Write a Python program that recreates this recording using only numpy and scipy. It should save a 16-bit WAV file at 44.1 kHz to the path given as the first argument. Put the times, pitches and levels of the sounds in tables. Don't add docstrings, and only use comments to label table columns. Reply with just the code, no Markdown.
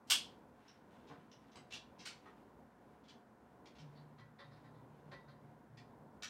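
import sys
import numpy as np
from scipy import signal
from scipy.fft import rfft, irfft, next_fast_len
from scipy.io import wavfile

SR = 44100
rng = np.random.default_rng(int(sys.argv[2]) if len(sys.argv) > 2 else 0)


def store_pcm(level_fs):
    pcm = np.round(np.clip(level_fs, -1, 1) * 32767).astype(np.int16)
    wavfile.write(sys.argv[1], SR, np.atleast_2d(pcm).T)


N = 277697
T = np.arange(N) / SR
HIT_T = np.arange(SR // 2) / SR

# t/s, relative level/dB, chatter/s, swell/s
SNAP_HITS = [(0.069, -30.5, 0.017, 0.0082), (0.098, 3, 0.0052, 0.017), (0.1055, -3, 0.006, 0.0003),
             (0.107, 6.5, 0.0042, 0.001), (0.1198, -6, 0.0057, 0.0018)]
# f/Hz, level/dB
SNAP_EQ = [(300, -43.5), (600, -20.5), (800, -21.5), (1100, -10.5), (1600, -21.5), (2000, -14),
           (2550, -7.5), (3200, -0.5), (3850, -7.5), (4400, -3.5), (6400, -9.5), (8200, -12), (10800, -18),
           (15500, -24)]
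# f/Hz, level/dB, t60/s
JAW_MODES = [(2590, -3.5, 0.077), (2770, -6, 0.098), (2880, -8, .11), (3110, -3, 0.15), (3175, 1.5, 0.11),
             (3300, -1, 0.17), (3421, -1.5, 0.14), (3390, -4, .25), (4330, -6, .24), (4645, -6.5, .24),
             (4940, -8.5, .22), (8200, -8, .008), (11914, -11, 0.0024)]
def snap(crack_db=-4, ring_db=-14):
    out = np.zeros(N)
    for start, db, chatter, swell in SNAP_HITS:
        push = contact(chatter, swell)
        add_hit(out, start, db + crack_db, push, crack(SNAP_EQ))
        add_hit(out, start, db + ring_db, push, ring(JAW_MODES))
    return out


# t/s, level/dB, chatter/s, resonance f/Hz, boost/dB
CLACKS = [(.6795, -33.5, 0.0059, 5550, 13.5), (1.068, -36, 0.038, 4540, 0),
          (1.314, -33.5, 0.0062, 5540, 11.5), (1.516, -39.5, 0.007, 6000, 14),
          (1.556, -28.5, 0.0053, 8200, 13), (1.7048, -27, 0.015, 2900, -2), (1.7214, -18, 0.0074, 2800, 14),
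          (1.7366, -19.5, 0.011, 3460, 5), (1.9864, -26, 0.06, 5740, 7), (2.053, -15.5, 0.018, 8850, 6),
          (3.0353, -42, 0.023, 3300, 6), (3.0812, -30, .02, 3150, 9.5), (3.655, -32.5, 0.013, 2143, 12),
          (3.7505, -38, 0.012, 3770, 1), (3.7823, -32, 0.018, 5670, 4), (5.7712, -31, 0.0078, 1890, 11.5),
          (6.222, -19.5, 0.0044, 3510, 5), (6.2306, -15.5, 0.0038, 5770, 5)]
# f/Hz, level/dB
HANDLE_EQ = [(300, -14), (900, -7), (1500, 1), (2400, 4.5), (4000, 4.5), (6000, 0.5), (9000, -5),
             (15000, -1.5)]
def clacks(spread=1.16, swell_s=0.0035, soft_db=-32.5, soft_edge_hz=6060, db_per_octave=75):
    out = np.zeros(N)
    for start, db, chatter, hz, boost_db in CLACKS:
        resonance = [(hz / spread, 0), (hz, boost_db), (hz * spread, 0)]
        edge_hz = soft_edge_hz * 2 ** ((db - soft_db) / db_per_octave)
        handle = eq(crack(HANDLE_EQ, edge_hz=edge_hz), resonance)
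        add_hit(out, start, db, contact(chatter, swell_s), handle)
    return out


# t/s, relative level/dB, chatter/s, emphasis f/Hz, boost/dB
KNOCKS = [(4.181, -30, 0.0097, 2100, 2.5), (4.385, -24.5, 0.018, 3850, 6.5), (4.5049, -36, 0.054, 4980, 10),
          (4.6376, -36, 0.022, 3820, 0), (4.736, -43, .02, 3790, 8), (5.112, -22.5, 0.014, 1960, 0),
          (5.278, -33.5, .014, 4560, 6)]
# f/Hz, level/dB, t60/s
BAR_MODES = [(559, 5, .25), (1060, 3.5, 0.19), (1346, -1.5, 0.14), (1800, 1.5, 0.13), (1960, 3, 0.25),
             (3140, -16, 0.13), (3737, -12, 0.45), (3900, -15, 0.28), (4180, -20, .2), (4800, -18, 0.27),
             (10550, -27, .25), (10800, -24, .25)]
# f/Hz, level/dB
BAR_EQ = [(200, -3.5), (1000, 4), (2000, 0.5), (2700, -11), (4000, -5), (5200, -14), (7000, -27),
          (15000, -47)]
def knocks(crack_db=-2, ring_db=-2, swell_s=0.008, spread=1.54):
    out = np.zeros(N)
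    for start, db, chatter, hz, boost_db in KNOCKS:
        spot = [(hz / spread, 0), (hz, boost_db), (hz * spread, 0)]
        add_hit(out, start, db + crack_db, contact(chatter, swell_s), eq(crack(BAR_EQ), spot))
        add_hit(out, start + swell_s, db + ring_db, crack(spot), ring(BAR_MODES))
    return out


# t/s, level/dB, length/s, start f/Hz, end f/Hz
SQUEAKS = [(3.948, -37.5, 0.0416, 4700, 4170)]
def squeaks(jitter=0.518):
    out = np.zeros(N)
    for start, db, length, start_hz, end_hz in SQUEAKS:
        progress = np.minimum(HIT_T / length, 1)
        glide_hz = start_hz + (end_hz - start_hz) * progress
        rough_hz = glide_hz * (1 + jitter * rng.standard_normal(len(HIT_T)))
        chirp = np.sin(2 * np.pi * np.cumsum(rough_hz) / SR) * np.sin(np.pi * progress)
        add_hit(out, start, db, chirp, crack(BAR_EQ))
    return out


# t/s, upper mode level/dB, lower mode level/dB
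TUGS = [(3.79, -54.5, -73), (3.97, -58.5, -78), (4.17, -63.5, -64), (4.431, -61, -64.5), (4.62, -66, -67),
        (4.72, -70, -63.5), (4.86, -62.5, -82), (5.02, -60, -75), (5.24, -62.5, -70), (5.39, -63.5, -69),
        (5.68, -62, -60.5), (5.96, -66, -81)]
def bar_hum(upper_hz=148, lower_hz=117, rise_s=0.062, t60_s=0.82, waver_rad=0.85):
    starts, upper_db, lower_db = np.transpose(TUGS)
    age = T - starts[:, None]
    attack = np.sin(np.pi / 2 * np.clip(age / rise_s, 0, 1))
    swings = attack * decay(np.maximum(age - rise_s, 0), t60_s)
    out = np.zeros(N)
    for hz, db in ((upper_hz, upper_db), (lower_hz, lower_db)):
        bend = np.sqrt(2) * np.sin(2 * np.pi * hz * T + waver_rad * noise_band(0, width_hz=9.9))
        out += bend * np.sqrt(undb(db) ** 2 @ swings ** 2)
    return out


# t/s, level/dB, scuff/s, tilt/(dB per octave)
STEPS = [(1.1, -20, 0.062, -2), (1.555, -26, 0.031, -1), (2.258, -25, 0.015, 0)]
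# f/Hz, level/dB
SOLE_EQ = [(60, -17), (160, 0), (280, 0.5), (550, -4), (1100, -3.5), (1700, -10), (2500, -20), (4000, -26),
           (10000, -49)]
def steps():
    out = np.zeros(N)
    for start, db, scuff, tilt_db in STEPS:
        add_hit(out, start, db, contact(scuff), crack(SOLE_EQ, tilt_db))
    return out


# peak t/s, relative level/dB, length/s
PULLS = [(0.299, -76, 0.16), (0.675, -73.5, 0.18), (0.958, -72.5, .11), (1.124, -74, 0.18),
         (1.479, -75.5, 0.3), (2.169, -74, 0.35), (2.9, -82.5, .16), (3.9, -78.5, 0.31), (4.573, -78, .2),
         (5.02, -78.5, 0.19), (5.303, -84.5, 0.32)]
# f/Hz, level/dB
SATIN_EQ = [(400, -13), (1200, 3.5), (3000, -1), (5000, -10.5), (7500, -16.5), (15000, -25.5)]
def satin(creases_per_s=1200, size_spread_db=3, held_db=-85.5, trim_db=-1):
    sizes = undb(size_spread_db * np.minimum(rng.exponential(size=N), 3))
    creases = (rng.random(N) < creases_per_s / SR) * rng.standard_normal(N) * sizes
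    pull_power = sum(undb(db) ** 2 * np.exp(-(2 * (T - peak) / length) ** 2)
                     for peak, db, length in PULLS)
    rustle = level(eq(creases, SATIN_EQ), trim_db) * np.sqrt(undb(held_db) ** 2 + pull_power)
    return signal.fftconvolve(rustle, room())[:N]


# f/Hz, level/dB
AIR_EQ = [(30, -28), (48, -14.5), (60, -5.5), (90, -9.5), (140, -4), (175, -5.5), (240, -0.5), (350, -8),
          (430, -6.5), (640, -10.5), (740, -11), (1030, -9.5), (1250, -25.5), (1800, -47.5)]
# f/Hz, level/dB
DUCT_TONES = [(220, -76), (243, -79), (722, -77)]
# f/Hz, level/dB
HISS_EQ = [(700, -18.5), (1100, -2.5), (1450, 1.5), (2000, -7.5), (3000, -23), (5000, -23), (9000, -26),
           (15500, -31)]
def ventilation(air_db=-63, hiss_db=-75.5, waver_db=1.5):
    air = level(eq(rng.standard_normal(N), AIR_EQ), air_db)
    air *= undb(waver_db * noise_band(0, width_hz=7.2))
    ducts = sum(undb(db) * noise_band(hz, width_hz=14) for hz, db in DUCT_TONES)
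    hiss = level(eq(rng.standard_normal(N), HISS_EQ), hiss_db)
    return air + ducts + hiss


# delay t/s, level/dB against the direct sound
ECHOES = [(0.0104, -5), (.013, -2.5), (0.021, -7.5), (0.0312, -11), (.049, -13)]
# f/Hz, t60/s
ROOM_T60 = [(150, 0.45), (1000, 0.27), (4000, 0.28), (7000, 0.24), (11000, 0.22), (16000, 0.052)]
def room(tail_db=0.5, build_s=0.0075):
    noise = rfft(rng.standard_normal(len(HIT_T)))
    hz = np.arange(len(noise)) * SR / len(HIT_T)
    centres_hz, t60s = np.transpose(ROOM_T60)
    tail = 0
    for t60, solo in zip(t60s, np.eye(len(t60s))):
        band = at_hz(np.c_[centres_hz, solo], hz)
        tail = tail + irfft(noise * band, len(HIT_T)) * decay(HIT_T, t60)
    response = undb(tail_db) * unit(tail * (1 - np.exp(-HIT_T / build_s)))
    response[0] += 1
    for delay, db in ECHOES:
        response[int(delay * SR)] += undb(db)
    return unit(response)


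def add_hit(out, start_s, db, push, body):
    struck = signal.fftconvolve(push, body)[:len(HIT_T)]
    sound = signal.fftconvolve(struck, room())
    start = int(start_s * SR)
    hit = undb(db) * unit(sound)[:N - start]
    out[start:start + len(hit)] += hit


def contact(chatter_s, swell_s=0.00095, grain_db=5, touch=0.61, soft_s=0.0019):
    t = HIT_T[:len(HIT_T) // 4]
    slips = rng.standard_normal(len(t))
    slips *= undb(grain_db * np.clip(rng.standard_normal(len(t)), -2, 2))
    chatter = unit(slips * (1 - np.exp(-t / swell_s)) ** 2 * np.exp(-2 * t / chatter_s))
    first_touch = touch * np.exp(-swell_s / soft_s) * (t == 0)
    return first_touch + chatter


def crack(curve, tilt_db=0, edge_hz=SR):
    impulse = 1. * (HIT_T == 0)
    return unit(eq(impulse, curve, tilt_db, edge_hz))


def ring(modes):
    return unit(sum(undb(db) / np.sqrt(t60) * np.sin(2 * np.pi * hz * HIT_T) * decay(HIT_T, t60)
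                    for hz, db, t60 in modes))


def noise_band(hz, width_hz):
    n = 2 * next_fast_len(N // 2 + 1)
    f = np.arange(n // 2 + 1) * SR / n
    spectrum = rfft(rng.standard_normal(n)) / (1 + ((f - hz) / width_hz * 2) ** 2)
    return level(irfft(spectrum)[:N], 0)


def eq(x, curve, tilt_db=0, edge_hz=SR, size=4096):
    hz = np.arange(size // 2 + 1) * SR / size
    db = at_hz(curve, hz) + tilt_db * np.log2((hz + 100) / 2000)
    db -= 10 * np.log10(1 + (hz / edge_hz) ** 8)
    cepstrum = irfft(np.log(undb(db)))
    cepstrum[1:size // 2] *= 2
    cepstrum[size // 2 + 1:] = 0
    response = irfft(np.exp(rfft(cepstrum)))
    return signal.fftconvolve(x, response)[:len(x)]


def at_hz(curve, hz):
    f, value = np.transpose(curve)
    return np.interp(np.log(hz + 1), np.log(f), value)


def decay(t, t60):
    return np.exp(-np.log(1000) * t / t60)


def level(x, db):
    return unit(x) * np.sqrt(len(x)) * undb(db)


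def unit(x):
    return x / np.sqrt(np.sum(x ** 2))


def undb(db):
    return 10 ** (np.asarray(db) / 20)


def scene():
    return (snap() + clacks() + knocks() + squeaks() + bar_hum() + steps() + satin() + ventilation())[None]


def record(dry, low_cut_hz=50, high_cut_hz=15800):
    low_cut = signal.butter(3, low_cut_hz, "high", fs=SR, output="sos")
    high_cut = signal.ellip(10, .2, 70, high_cut_hz, fs=SR, output="sos")
    return signal.sosfilt(high_cut, signal.sosfilt(low_cut, dry))


dry = scene()
out = record(dry)
store_pcm(out)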